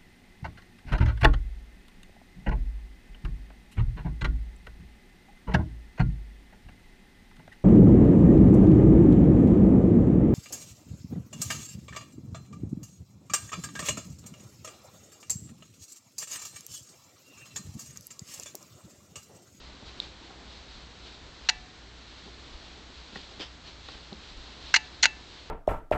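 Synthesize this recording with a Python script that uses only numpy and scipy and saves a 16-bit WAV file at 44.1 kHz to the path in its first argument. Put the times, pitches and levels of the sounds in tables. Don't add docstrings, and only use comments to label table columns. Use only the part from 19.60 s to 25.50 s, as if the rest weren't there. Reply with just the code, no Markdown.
import sys
import numpy as np
from scipy import signal
from scipy.fft import rfft, irfft
from scipy.io import wavfile

SR = 44100
rng = np.random.default_rng(int(sys.argv[2]) if len(sys.argv) > 2 else 0)


def ratio(d):
    e = np.asarray(d, float) / 20
    return 10 ** e


def int16_out(signal):
    q = np.round(np.clip(np.atleast_2d(signal).T, -1, 1) * 32767)
    wavfile.write(sys.argv[1], SR, q.astype(np.int16))


N = 260190


def rms_one(x):
    return x / np.sqrt(np.mean(x ** 2) + 1e-20)


def drift(rate_hz):
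    step = 40
    r = np.exp(-2 * np.pi * rate_hz * step / SR)
    noise = rng.standard_normal(N // step + 2002)
    slow = signal.lfilter([1], [1, -2 * r, r * r], noise)[2000:]
    return np.interp(np.arange(N) / step, np.arange(len(slow)), rms_one(slow))


def colour(x, spectrum):
    hz, db = np.transpose(spectrum)
    log_hz = np.log(np.arange(N // 2 + 1) * SR / N + 1)
    gain = ratio(np.interp(log_hz, np.log(hz), db))
    return rms_one(irfft(rfft(x) * gain, N))


def band_noise(edges_hz):
    band = signal.butter(2, edges_hz, "band", fs=SR, output="sos")
    return rms_one(signal.sosfilt(band, rng.standard_normal(N)))


def ring(clicks, hz, t60):
    r, w = ratio(-60 / (max(t60, .001) * SR)), 2 * np.pi * hz / SR
    return signal.lfilter([0, np.sin(w)], [1, -2 * r * np.cos(w), r * r], clicks + 1e-18)


def add(out, s, sound):
    i = round(s * SR)
    out[i:i + len(sound)] += sound[:N - i]


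def blip(hz, rise_s, t60, size):
    t = np.arange(size) / SR
    shape = (1 - np.exp(-t / rise_s)) ** 2 * ratio(-60 * t / t60)
    return np.sin(2 * np.pi * hz * t) * shape / shape.max()


def grains(per_s, spread_db):
    sizes = ratio(spread_db * np.minimum(rng.exponential(1, N), 4)) * rng.choice([-1, 1], N)
    return rms_one(sizes * (rng.random(N) < per_s / SR))


def swells(rows, rise, rest_db):
    edge_db = -13
    t, power = np.arange(N) / SR, ratio(rest_db) ** 2
    for s, db, length in rows:
        away = np.maximum((s - t) / (rise * length), (t - s) / ((1 - rise) * length))
        power = power + ratio(db + edge_db * away) ** 2
    return np.sqrt(power)


# pitch_hz, relative level_db (per Hz)
HISS_SPECTRUM = [(15, -19), (40, -8.5), (65, 0), (95, -9.5), (170, -13.5), (350, -15), (550, -21.5),
                 (1500, -18), (2800, -20.5), (4100, -17), (5200, -24.5), (7500, -31.5), (8800, -38.5)]


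def hiss():
    return ratio(-50.5) * colour(rng.standard_normal(N), HISS_SPECTRUM)


def hum():
    level = ratio(-53.5 + 0.87 * drift(3))
    phase = 2 * np.pi * 59.2 * np.arange(N) / SR + 0.89 * drift(0.99)
    return level * np.sin(phase)


# crest_s, level_db, length_s
GRIP_SHIFTS = [(0.0, -49, .2), (0.28, -47.5, .12), (0.41, -58, 0.089), (1.15, -45.5, 0.11),
               (1.66, -54, 0.24), (2.0, -49, 0.13), (2.97, -45.5, 0.21), (3.24, -63, 0.2), (3.62, -60, .4),
               (4.34, -53, .16), (4.78, -49.5, 0.14), (5.08, -49, .16)]


def grip_rumble():
    level = swells(GRIP_SHIFTS, rise=0.45, rest_db=-69) * ratio(3 * drift(2.7))
    return level * band_noise([22, 48])


# pitch_hz, relative level_db, t60_s
SPRING_MODES = [(854, -7.5, 0.19), (1750, -12, 0.5), (2662, -4.5, 0.23)]
# pitch_hz, relative level_db, t60_s
FRAME_MODES = [(735, -11.5, 1), (1710, -13.5, .35), (1910, -5, 0.18), (1980, -9, 0.35), (2310, -11, 0.43),
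               (4080, -8, .13), (4700, -18, .2), (6450, -29, 0.52), (7203, -35, 0.27)]
# start_s, spring_db, spring_lean_db_per_octave, frame_db, frame_lean_db_per_octave (leans pivot at 2000 Hz)
TWANG_PLUCKS = [(1.893, -34, 0, -37, 1), (5.143, -47, 11, -46.5, -0.5), (5.162, -31.5, 1, -39, 7),
                (5.435, -30, 18.5, -49, 7), (5.456, -35, 1, -39.5, 6.5)]


def twangs():
    s, spring_db, spring_lean, frame_db, frame_lean = np.transpose(TWANG_PLUCKS)
    out = 0
    for modes, pluck_db, lean in (SPRING_MODES, spring_db, spring_lean), (FRAME_MODES, frame_db, frame_lean):
        for hz, db, t60 in modes:
            plucks = np.zeros(N)
            plucks[np.round(s * SR).astype(int)] = ratio(db + pluck_db + lean * np.log2(hz / 2000))
            out = out + ring(plucks, hz, t60)
    return out


# start_s, rattle_db (drive of the case), knock_db, knock_pitch_hz
MECHANISM_CONTACTS = [(1.8874, -15, -31, 2720), (1.8894, -21, -17, 4170), (1.891, -26, -20.5, 1370),
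                      (1.8922, -19.5, -10.5, 4170), (1.8932, -20, -12, 6000), (1.8905, -33.5, -28.5, 758),
                      (1.8973, -23.5, -25, 1950), (5.1399, -17.5, -29, 4200), (5.141, -8.5, -4.5, 1567),
                      (5.1426, -43, -13, 2620), (5.146, -21, -15, 4200), (5.1500, -17, -13.5, 2070),
                      (5.159, -16.5, -19, 5430), (5.1620, -12, -11, 2160), (5.1652, -17.5, -15, 2570),
                      (5.4269, -17, -18, 6260), (5.4292, -11.5, -13, 4170), (5.4332, -12.5, -11, 2030),
                      (5.437, -14, -22, 3960), (5.4413, -11, -18, 3460), (5.4467, -15, -25.5, 1900),
                      (5.455, -14, -7.5, 1560), (5.4556, -17.5, -3.5, 2030), (5.4590, -18.5, -22, 4200)]
# pitch_hz, width_hz, relative level_db
CASE_MODES = [(260, 56, -15.5), (743, 80, -7), (900, 48, 0.5), (1560, 396, 2.5), (2100, 310, 6.5),
              (2812, 152, 9.5), (4170, 364, 4), (4730, 150, 2), (5900, 1480, -3), (7210, 800, -10.5)]


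def clacks():
    rattle_t60_s = 0.024
    dull_hz, bright_hz = 900, 6000
    loose, t = grains(6000, spread_db=4.5), np.arange(3000) / SR
    low_drive, high_drive, knocks = np.zeros((3, N))
    for s, rattle_db, knock_db, hz in MECHANISM_CONTACTS:
        dying = ratio(rattle_db - 60 * t / rattle_t60_s)
        bright = np.clip(np.log(hz / dull_hz) / np.log(bright_hz / dull_hz), 0, 1)
        add(low_drive, s, dying * np.sqrt(1 - bright))
        add(high_drive, s, dying * np.sqrt(bright))
        add(knocks, s, ratio(knock_db) * blip(hz, 0.00017, 22.7 / hz, size=1500))
    out = knocks
    for k, (hz, width, db) in enumerate(CASE_MODES):
        rattle = loose * (high_drive if hz > 3300 else low_drive)
        r = np.exp(-np.pi * width / SR)
        poles = [1, -2 * r * np.cos(2 * np.pi * hz / SR), r * r]
        mode = (1 - r * r) / 2 * signal.lfilter([1, 0, -1], poles, rattle + 1e-18)
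        out = out + (-1) ** k * ratio(db + 7.5) * mode
    return out


# start_s, level_db, pitch_hz
CLAW_TICKS = [(0.4008, -15.5, 3800), (4.286, -32, 3800), (4.5288, -30.5, 4000), (5.3474, -46, 4300)]


def ticks():
    out = np.zeros(N)
    for s, db, hz in CLAW_TICKS:
        body = blip(hz, 0.0011, 0.0028, size=600)
        crack = ratio(-14.5) * blip(1.34 * hz, .0001, 0.003, size=600)
        tick = ratio(db) * (body + crack)
        add(out, s, tick)
        add(out, s + 0.0019, ratio(-15) * tick)
    return out


# start_s, level_db, centre_hz, spread_octaves, slap_db
LANDINGS = [(0.225, -47, 140, 2.1, -44.5), (0.266, -48, 110, 1.4, -51), (0.704, -43, 696, 1.2, -41),
            (2.661, -45.5, 330, 1.2, -49), (2.678, -49, 400, 1.5, -50), (3.528, -52, 350, 1.7, -48),
            (3.557, -38.5, 800, 2.5, -35.5), (3.712, -48, 606, 1, -54), (3.797, -34, 410, 0.81, -55),
            (3.811, -40, 377, 0.81, -52), (4.2857, -39.5, 1700, 1.4, -39), (4.349, -50, 350, 1.1, -48),
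            (4.522, -37.5, 346, 1.2, -41), (4.659, -61, 900, 1.3, -52)]
# pitch_hz, relative level_db, t60_s
FLOOR_MODES = [(110, 4.5, 0.054), (206, 5, 0.044), (327, -9, 0.11), (384, -1.5, 0.048), (516, -8, 0.071),
               (782, -2, 0.031), (1100, -7, .03), (1385, -1, 0.026), (1900, 0, 0.018)]


def thumps():
    slap_t60_s = 0.03
    slap_dull_hz, slap_span_octaves = 900, 3.1
    out, t = np.zeros(N), np.arange(6000) / SR
    low_slap, high_slap = np.zeros((2, N))
    uneven_db = rng.normal(0, 3.1, (len(LANDINGS), len(FLOOR_MODES)))
    for (s, db, centre_hz, octaves, slap_db), chances in zip(LANDINGS, uneven_db):
        for (hz, mode_db, mode_t60), chance_db in zip(FLOOR_MODES, chances):
            near = np.exp(-(np.log2(hz / centre_hz) / octaves) ** 2)
            add(out, s, near * ratio(db + mode_db + chance_db) * blip(hz, 0.0019, mode_t60, size=6000))
        bright = np.clip((np.log2(centre_hz / slap_dull_hz) + octaves) / slap_span_octaves, 0, 1)
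        slap = ratio(slap_db - 60 * t / slap_t60_s)
        add(low_slap, s, slap * np.sqrt(1 - bright / 2))
        add(high_slap, s, slap * np.sqrt(bright / 2))
    return out + low_slap * band_noise([250, 740]) + high_slap * band_noise([850, 3000])


# pitch_hz, relative level_db (per Hz)
FIBRE_SPECTRUM = [(700, -8.5), (1200, -8.5), (2000, -9), (3000, -3), (4200, 1), (5200, -10.5), (7000, -20),
                  (8500, -27)]


def scrape():
    start_s, swell_s, t60_s = 3.795, .024, .19
    catch_db, crest_db = -43, -38.5
    t = np.arange(N) / SR - start_s
    swell_db = np.interp(t, [0, swell_s], [catch_db, crest_db])
    level = (t > 0) * ratio(swell_db - 60 * np.maximum(t - swell_s, 0) / t60_s)
    rough = grains(2000, spread_db=0.5)
    bands = rms_one(ring(rough, 3580, 0.0037) + ratio(-2.5) * ring(rough, 4930, 0.0037))
    return level * (bands + ratio(-4) * colour(rough, FIBRE_SPECTRUM))


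# pitch_hz, relative level_db (per Hz)
SHUFFLE_SPECTRUM = [(60, -6), (120, -4.5), (300, -1.5), (500, -7), (1000, -8), (1800, -29)]
# time_s, level_db
WEIGHT_SHIFTS = [(0.0, -57), (0.5, -54.5), (2.2, -58.5), (2.8, -56), (4.3, -59.5), (4.5, -56.5),
                 (5.05, -55.5), (5.9, -59.5)]


def shuffle():
    s, db = np.transpose(WEIGHT_SHIFTS)
    weight_db = np.interp(np.arange(N) / SR, s, db)
    return colour(rng.standard_normal(N), SHUFFLE_SPECTRUM) * ratio(weight_db + 1.8 * drift(10))


# crest_s, level_db, length_s
FUR_STROKES = [(0.03, -53.5, 0.36), (0.28, -48, 0.15), (0.43, -44.5, 0.13), (0.63, -55, 0.35),
               (0.931, -49.5, 0.29), (1.141, -48.5, 0.26), (1.471, -46, 0.23), (1.85, -51, 0.48),
               (2.58, -52, 0.7), (2.93, -52, 0.83), (3.12, -54, .14), (3.384, -52, 0.47), (3.486, -51, .07),
               (3.57, -46, 0.25), (3.71, -52, 0.42), (3.88, -61, 0.13), (4.08, -44.5, 0.1),
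               (4.31, -46.5, 0.29), (4.65, -49.5, 0.49), (4.86, -51.5, 0.66), (5.075, -45, 0.38),
               (5.42, -51.5, 0.9), (5.735, -51, 0.44)]


def rustle():
    level = swells(FUR_STROKES, rise=0.36, rest_db=-68) * ratio(0.95 * drift(11))
    return level * colour(grains(8000, spread_db=1.5), FIBRE_SPECTRUM)


def room(x):
    t = np.arange(9000) / SR
    dull = signal.lfilter([.5], [1, -.5], rng.standard_normal(len(t)))
    tail = dull * ratio(-60 * t / 0.29) * (t > .004)
    return signal.fftconvolve(x, tail / np.sqrt(np.sum(tail ** 2)))[:N]


def scene():
    dog = thumps() + scrape()
    near = clacks() + ticks()
    reflected = ratio(-18.5) * room(dog) + ratio(-30.0) * room(near)
    background = hiss() + hum() + grip_rumble()
    mix = dog + near + reflected + twangs() + rustle() + shuffle() + background
    return mix[None]


def roll_off(x):
    return signal.sosfilt(signal.butter(12, 9300, fs=SR, output="sos"), x)


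def record(dry):
    rounded = 1.15 * np.tanh(dry / 1.223)
    low_pass = signal.cheby2(12, 70, 9695, fs=SR, output="sos")
    mix = signal.sosfilt(low_pass, rounded)
    return roll_off(mix)


dry = scene()
out = record(dry)
int16_out(out)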